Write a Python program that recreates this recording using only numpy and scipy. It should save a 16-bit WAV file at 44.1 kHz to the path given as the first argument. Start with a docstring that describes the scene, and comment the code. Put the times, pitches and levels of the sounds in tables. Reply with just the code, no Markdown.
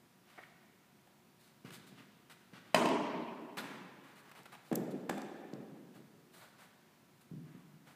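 """A large, echoing indoor hall with artificial turf, where a boy pitches a baseball.
The impact excites the backstop's modes in a crack and a boom, and a gritty clack follows. The ball is
tossed back, bounces, slaps his glove, drops and rolls off; knocks sound at the wall as it is picked up.
His shoes clop, thump and drag, their friction flicking the turf blades. Each blow is a brief force
filtered by a body and prolonged by the hall's reverberation, over a faint ventilation hum."""
import sys
import numpy as np
from scipy import signal
from scipy.fft import rfft, irfft
from scipy.io import wavfile
from scipy.ndimage import uniform_filter1d

SR = 44100
rng = np.random.default_rng(int(sys.argv[2]) if len(sys.argv) > 2 else 0)


def put_to_file(sound):
    """Save the sound as 16-bit audio at rate SR, in the file named by the first command-line argument."""
    columns = np.atleast_2d(sound).T  # one column per channel
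    safe = np.clip(columns, -1, 1)
    whole_steps = np.round(safe * 32767)
    wavfile.write(sys.argv[1], SR, whole_steps.astype(np.int16))


N = 350595
TAPS = 8192
BINS = np.fft.rfftfreq(TAPS, 1 / SR)


# The pitch, then the backstop's rattle. Each row: start in seconds, level in dB, crack's echo gain in dB.
BACKSTOP_STRIKES = [(2.7448, -1, 3), (2.7588, -19.5, -12), (2.856, -13, -14), (2.887, -18, -7)]
# The crack's broad spectrum. Each row: frequency in Hz, gain in dB.
CRACK_SPECTRUM = [(40, -56), (90, -7.5), (200, 19), (420, -2), (800, 12.5), (1400, 6), (2300, 5.5),
                  (3100, 2), (3700, -3.5), (5200, -5), (9000, -6.5), (15000, -17.5)]
# Modes of the crack and of the booming panel. Each row: frequency in Hz, bandwidth in Hz, gain in dB.
CRACK_MODES = [(650, 140, 26), (994, 92, 18), (1896, 95, 14.3), (2560, 170, 16.3), (3030, 98, 16.3),
               (4020, 230, 6.5), (4900, 130, 12.7)]
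PANEL_MODES = [(164, 31, 21), (242, 45, 29), (303.5, 80, 27), (405, 113, 23.5), (601, 100, 21.5),
               (667, 93, 22.5), (903, 145, 23), (950, 50, 25), (1020, 36, 21.5), (1082, 150, 20.5)]

def backstop(boom_db=-1.5, boom_db_per_db=0.7):
    """Impact excitation: the pitch cracks at the far end, and the shaken panel booms into the hall."""
    out = np.zeros(N)
    broad, peaks = amp(read(CRACK_SPECTRUM, BINS)), resonances(CRACK_MODES)
    for s, db, room_db in BACKSTOP_STRIKES:
        force = contact(0.0068)
        add(out, s, reflected(ring(force, amp(db) * np.hypot(broad, peaks))))
        # the hall gathers sound from all directions, which evens out the sharp peaks
        add(out, s, hall(ring(force, amp(db + room_db) * broad), distance=0.95))
        boom = ring(force, amp(boom_db + boom_db_per_db * db) * resonances(PANEL_MODES))
        add(out, s, hall(boom, distance=0.45))
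    add(out, 2.905, thud(db=14, contact_s=0.029, pitch=1.23, room_db=-7.5))  # the backstop swings back
    return out


# Modes of the hard clack. Each row: frequency in Hz, bandwidth in Hz, gain in dB.
CLACK_MODES = [(818, 93, -9), (1430, 89, 8.5), (3320, 180, -6), (3800, 170, -4.5), (4300, 280, -4)]

def rebound(skid_s=3.5695, clack_s=3.583):
    """Friction and impact: a far skid, thud and clack, probably the ball landing behind the backstop."""
    out = np.zeros(N)
    add(out, skid_s, amp(-43) * scuff(rise_s=0.0022, fall_s=0.041, centre_hz=1570, hiss_db=-12))
    skid_echo = amp(-3.5) * hall(out, distance=0.5)[:N]
    add(out, skid_s, thud(db=0, contact_s=0.0215, pitch=0.93, room_db=7))
    clack = ring(contact(0.0076), amp(-0.5) * resonances(CLACK_MODES))
    add(out, clack_s, reflected(clack))
    return out + skid_echo


# The ball meets the glove. Each row: start in seconds, level in dB.
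GLOVE_SLAPS = [(1.071, -30), (4.727, -7), (5.0939, 0.9), (5.1773, -11.5)]
# The leather's broad spectrum. Each row: frequency in Hz, gain in dB.
LEATHER_SPECTRUM = [(50, -18), (200, -5), (450, -15), (1000, -3), (2200, -7.5), (3400, -13.5),
                    (5000, -15.5), (8000, -12.5), (15000, -19)]
# The glove's modes. Each row: frequency in Hz, bandwidth in Hz, gain in dB.
GLOVE_MODES = [(342, 86, 5.5), (556, 140, 1), (780, 184, 6.5), (1280, 170, -6.5), (1700, 300, -1),
               (2400, 140, -10), (3500, 270, -7.5), (7710, 900, -12)]

def glove():
    """Damped resonance: the ball slaps the leather and the pocket pops."""
    out = np.zeros(N)
    skin = amp(read(LEATHER_SPECTRUM, BINS) - 1)
    body = np.hypot(skin, resonances(GLOVE_MODES)) * tilt(-2, pivot_hz=2040)
    for s, db in GLOVE_SLAPS:
        slap = ring(contact(0.00943), amp(db) * body)
        add(out, s, in_hall(slap, room_db=-2.5, distance=0.82))
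    return out


# The ball bounces. Each row: start in seconds, level in dB, frequency ratio.
BALL_BOUNCES = [(4.7145, 12, 1.22), (4.724, 16, 0.97), (5.108, 7, 1.21), (5.532, 6, 0.93),
                (5.955, -5, 0.75)]
# Heels land. Each row: start in seconds, level in dB.
HEEL_STRIKES = [(1.645, 0), (1.677, -6.5), (1.922, -6.5), (2.528, -5), (4.387, -8.5), (5.554, -3.5)]

def turf_impacts():
    """Contact time: the ball leaves the turf briskly; heels sink in for longer and mostly sound lower."""
    out = np.zeros(N)
    for s, db, pitch in BALL_BOUNCES:
        add(out, s, thud(db, contact_s=0.005, pitch=pitch, room_db=2.5))
    for s, db in HEEL_STRIKES:
        add(out, s, thud(db, contact_s=0.0132, pitch=0.77, room_db=1))
    return out


# A cushioned blow at a frequency ratio of one. Each row: frequency in Hz, gain in dB.
THUD_SPECTRUM = [(40, -32), (95, -38.5), (150, -1.5), (220, 1.5), (340, -3), (450, -8), (620, -11.5),
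                 (900, -26.5), (1500, -30.5), (3000, -42), (12000, -68)]

def thud(db, contact_s, pitch, room_db):
    """Cushioning: a yielding surface passes mainly the low frequencies of a blow into the hall."""
    blow = ring(contact(contact_s), amp(db + read(THUD_SPECTRUM, BINS / pitch)))
    return in_hall(blow, room_db, distance=0.69)


# A shoe lands, heel then toe. Each row: start in seconds, level in dB, tilt in dB per octave.
SHOE_CLOPS = [(.376, -18.5, -3), (.3818, -11.5, -2.5), (.428, -17.5, 5)]
# The sole's modes. Each row: frequency in Hz, bandwidth in Hz, gain in dB.
SOLE_MODES = [(380, 140, -3.5), (720, 180, 4), (1380, 560, 0), (1860, 180, 5.5), (2180, 300, 2.5),
              (3080, 810, -15)]

def pitching_rubber():
    """Heavy damping: a stiff sole knocks on the rubber, and its broad modes die at once."""
    out = np.zeros(N)
    for s, db, tilt_db in SHOE_CLOPS:
        clop = ring(contact(0.017), amp(db) * resonances(SOLE_MODES) * tilt(tilt_db, pivot_hz=1370))
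        add(out, s, in_hall(clop, room_db=-7, distance=0.49))
    return out


# Knocks as the ball is picked up. Each row: start in seconds, level in dB.
WALL_KNOCKS = [(7.3115, -1.5), (7.334, 2), (7.378, -7.5), (7.548, -4)]
# The wall's modes. Each row: frequency in Hz, bandwidth in Hz, gain in dB.
WALL_MODES = [(105, 40, -18), (154, 25, 12), (179, 43, 7), (260, 103, -0.5), (348, 250, -11)]

def side_wall():
    """Modal vibration: the wall's low modes give each knock a hollow sound."""
    out = np.zeros(N)
    for s, db in WALL_KNOCKS:
        knock = ring(contact(0.0046), amp(db) * resonances(WALL_MODES))
        add(out, s, in_hall(knock, room_db=-2, distance=0.21))
    return out


# Small sharp ticks. Each row: start in seconds, level in dB, tilt in dB per octave.
NEAR_TICKS = [(4.295, -39, 12), (4.433, -35, 5), (4.7537, -24, 23), (4.7565, -7.5, 9.5), (5.218, -24, -2),
              (5.536, -28, -7)]
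# Their bright spectrum. Each row: frequency in Hz, gain in dB.
TICK_SPECTRUM = [(100, -42), (2500, -16), (4500, -1.5), (5800, -2.5), (7800, -2), (9200, -15),
                 (12000, -7.5), (15000, -20)]

def ticks(room_db=-13):
    """Direct field: tiny hard contacts close by sound bright and nearly dry."""
    out = np.zeros(N)
    for s, db, tilt_db in NEAR_TICKS:
        colour = amp(db + read(TICK_SPECTRUM, BINS)) * tilt(tilt_db, pivot_hz=6700)
        add(out, s, ring(contact(0.0026), colour))
    return out + amp(room_db) * hall(out)[:N]


# Soles bite and skid to rest (landings) or swell and fade (drags).
# Each row: start in seconds, level in dB, sliding time in seconds, blade hiss gain in dB.
SOLE_LANDINGS = [(1.647, -57.5, .06, -13), (1.704, -54.5, .006, -9), (1.868, -62.5, .032, 0),
                 (2.297, -58.5, 0.042, -6), (2.532, -58.5, 0.078, -28), (3.615, -52.5, 0.18, -22),
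                 (4.036, -63, 0.12, -16), (4.156, -61.5, 0.062, -10.5), (4.313, -53, .008, -11),
                 (4.35, -57, 0.061, -13), (4.455, -53.5, 0.011, -12.5), (4.906, -61, 0.019, -1)]
SOLE_DRAGS = [(.241, -65.5, 0.25, -11), (1.379, -68.5, 0.13, 1), (1.715, -53.5, 0.058, -2),
              (1.956, -61.5, 0.08, -18), (2.598, -66.5, 0.22, -25), (4.222, -65, 0.13, -15),
              (4.516, -54.5, 0.048, -13.5), (4.631, -68.5, .125, 2), (5.936, -63, 0.058, -9),
              (6.311, -61, 0.16, -4), (6.408, -59.5, .06, -20), (6.578, -60, 0.085, -9.5),
              (7.204, -68, 0.033, 0), (7.428, -69.5, 0.22, -23), (7.853, -62.5, 0.091, -11.5)]

def shoes(bite_s=0.0015, swell_share=0.25, leaves_mound_s=3.3, room_db=-4):
    """Sliding friction: soles rub on the mound's short pile, then at a lower pitch on the field."""
    out = np.zeros(N)
    strokes = [(s, db, bite_s, skid_s, hiss_db) for s, db, skid_s, hiss_db in SOLE_LANDINGS]
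    for s, db, length_s, hiss_db in SOLE_DRAGS:
        strokes.append((s, db, swell_share * length_s, (1 - swell_share) * length_s, hiss_db))
    for s, db, rise_s, fall_s, hiss_db in strokes:
        rub_hz = 2010 if s < leaves_mound_s else 1480
        add(out, s, amp(db) * scuff(rise_s, fall_s, rub_hz, hiss_db))
    return out + amp(room_db) * hall(out, distance=0.53)[:N]


# The rub, centred on 1500 Hz, and the blades' hiss. Each row: frequency in Hz, gain in dB.
RUB_SPECTRUM = [(100, -23), (450, -1), (900, 1.5), (1500, 1), (2300, -3), (3300, -9), (5000, -17),
                (15000, -32)]
HISS_SPECTRUM = [(500, -17), (2500, -8), (4000, 1.5), (5800, -8), (8000, -3.5), (12000, -6), (15000, -8)]

def scuff(rise_s, fall_s, centre_hz, hiss_db, grain_db=1.2, grains_per_s=7000, catch_db=1.2):
    """Stick-slip friction: turf blades flick in dense grains that surge as the slider catches and slips."""
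    t = np.arange(SR // 2) / SR
    size = amp(grain_db * np.minimum(rng.exponential(1, len(t)), 4))
    catches = amp(catch_db * unit(uniform_filter1d(rng.standard_normal(len(t)), size=300)))
    signs = rng.choice([-1, 1], len(t))
    flicks = size * catches * signs * (rng.random(len(t)) < grains_per_s / SR)
    rub = amp(read(RUB_SPECTRUM, BINS * 1500 / centre_hz))
    hiss = amp(hiss_db + read(HISS_SPECTRUM, BINS))
    stroke = np.minimum(t / rise_s, 1) * np.exp(-(np.maximum(t - rise_s, 0) / fall_s) ** 3.3)
    return stroke * unit(ring(flicks, np.hypot(rub, hiss))[:len(t)])


# The first echoes. Each row: delay in seconds, amplitude ratio.
EARLY_REFLECTIONS = [(0.0157, 0.36), (0.0226, 0.062), (.032, .18), (0.045, 0.13)]

def reflected(x, absorb_hz=3500):
    """Early reflection: the direct sound is followed by copies dulled by turf and netting."""
    out = np.concatenate([x, np.zeros(SR // 10)])
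    dull = signal.lfilter(*signal.butter(1, absorb_hz, fs=SR), x)
    for delay_s, gain in EARLY_REFLECTIONS:
        add(out, delay_s, gain * dull)
    return out


# The hall's decay. Each row: frequency in Hz, time to fall 60 dB in seconds.
HALL_T60 = [(100, 1.18), (250, 2.05), (1000, 1.745), (2600, 1.79), (4400, 1.43), (7000, 0.85),
            (12000, 0.48)]
# Its build-up at a distance factor of one. Each row: frequency in Hz, time constant in seconds.
HALL_BUILD_UP = [(200, 0.075), (500, 0.059), (1000, 0.0053), (2000, 0.0043), (8000, 0.001)]

def hall(x, distance=0.94, patchy_db=1.5):
    """Diffuse reverberation: it builds more slowly for bass and far sources, and the treble dies first."""
    hz, t, noise = signal.stft(rng.standard_normal(3 * SR // 2), SR, nperseg=512)
    clumps = uniform_filter1d(rng.standard_normal(noise.shape), size=12, axis=0)  # across frequency
    clumps = unit(uniform_filter1d(clumps, size=4, axis=1))  # and across time
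    fill = 1 - np.exp(-(t + 0.022) / (distance * read(HALL_BUILD_UP, hz)[:, None]))
    level_db = patchy_db * clumps - 60 * t / read(HALL_T60, hz)[:, None]
    tail = signal.istft(noise * fill * amp(level_db), SR, nperseg=512)[1]
    onset = np.minimum(np.arange(len(tail)) / SR / 0.0025, 1)
    return signal.oaconvolve(x, tail * onset * np.sqrt(10 / SR))


def in_hall(x, room_db, distance):
    """Room response: direct sound, early reflections, then the diffuse field."""
    out = amp(room_db) * hall(x, distance)
    add(out, 0, reflected(x))
    return out


# Moving air. Each row: frequency in Hz, relative spectral density in dB.
AIR_SPECTRUM = [(18, -74), (30, -21), (55, -21), (100, -8), (150, -1), (229, 0), (314, -8.5), (367, -5),
                (429, -12), (476, -12.5), (669, -12), (723, -14.5), (868, -14.5), (939, -14), (1320, -15),
                (2340, -18), (3040, -20), (6000, -24.5), (10000, -27), (15300, -26)]
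# Fan tones. Each row: frequency in Hz, level in dB.
FAN_TONES = [(141, -81), (240, -96), (362, -81), (722, -84.5), (960, -84.5)]

def ventilation(air_db=-66.5, waver_hz=1.49):
    """Fan noise: steady broadband airflow with a few faint, wavering tones."""
    colour = amp(read(AIR_SPECTRUM, np.fft.rfftfreq(N, 1 / SR)))
    out = amp(air_db) * unit(irfft(rfft(rng.standard_normal(N)) * colour, N))
    for hz, db in FAN_TONES:
        drift = waver_hz * unit(uniform_filter1d(rng.standard_normal(N), SR // 5))
        out += amp(db) * unit(np.sin(2 * np.pi * np.cumsum(hz + drift) / SR))
    return out


def contact(length_s, snap=1.8):
    """Broadband excitation: a snap, then a short rough crush, with unit energy in all."""
    t = np.arange(TAPS) / SR
    window = np.exp(-(t / length_s) ** 4)
    force = window * rng.standard_normal(TAPS)
    force[0] += snap
    for _ in range(6):  # flatten the spectrum while keeping the force brief
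        force = window * irfft(np.exp(1j * np.angle(rfft(force))))
    return force / np.linalg.norm(force)


def ring(x, gain):
    """Convolution: x drives a causal, minimum-phase body with this gain at each frequency."""
    log_gain = np.log(np.maximum(gain, 1e-5))
    mirrored = np.concatenate([log_gain, log_gain[-2:0:-1]])
    response = np.exp(np.conj(signal.hilbert(mirrored)))
    return signal.fftconvolve(x, np.fft.ifft(response).real[:TAPS // 2])


def resonances(modes):
    """Resonance: the gain of a body whose modal peaks add in power."""
    peaks = (amp(db) / (1 + (2 * (BINS - hz) / width) ** 2) for hz, width, db in modes)
    return np.sqrt(sum(peak ** 2 for peak in peaks))


def tilt(db_per_octave, pivot_hz):
    """Spectral slope: a gain that brightens or dulls about a pivot."""
    return amp(db_per_octave * np.log2(np.maximum(BINS / pivot_hz, 1 / 4)))


def read(points, hz):
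    """Interpolation along a log-frequency axis."""
    table_hz, value = np.transpose(points)
    return np.interp(np.log(hz + 1), np.log(table_hz + 1), value)


def amp(db):
    """Amplitude ratio of a level in decibels."""
    return 10 ** (np.asarray(db) / 20)


def unit(x):
    """Normalisation to an rms of one."""
    return x / np.sqrt(np.mean(x ** 2) + 1e-20)


def add(mix, s, sound):
    """Superposition of a sound starting at s seconds."""
    part = mix[round(s * SR):][:len(sound)]
    part += sound[:len(part)]


def scene():
    """Superposition: the pressures of all sources add at one point."""
    impacts = backstop() + rebound() + turf_impacts() + glove() + pitching_rubber() + side_wall() + ticks()
    return (impacts + shoes() + ventilation())[None]


def record(dry, low_cut_hz=55, high_cut_hz=15450):
    """Band limiting: a small microphone loses the deepest bass, and a low-pass cuts the top treble."""
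    thin = signal.sosfilt(signal.butter(2, low_cut_hz, "highpass", fs=SR, output="sos"), dry)
    low_pass = signal.firwin(511, high_cut_hz, window=("kaiser", 8), fs=SR)
    return signal.oaconvolve(thin, low_pass[None], "same")


dry = scene()
out = record(dry)
put_to_file(out)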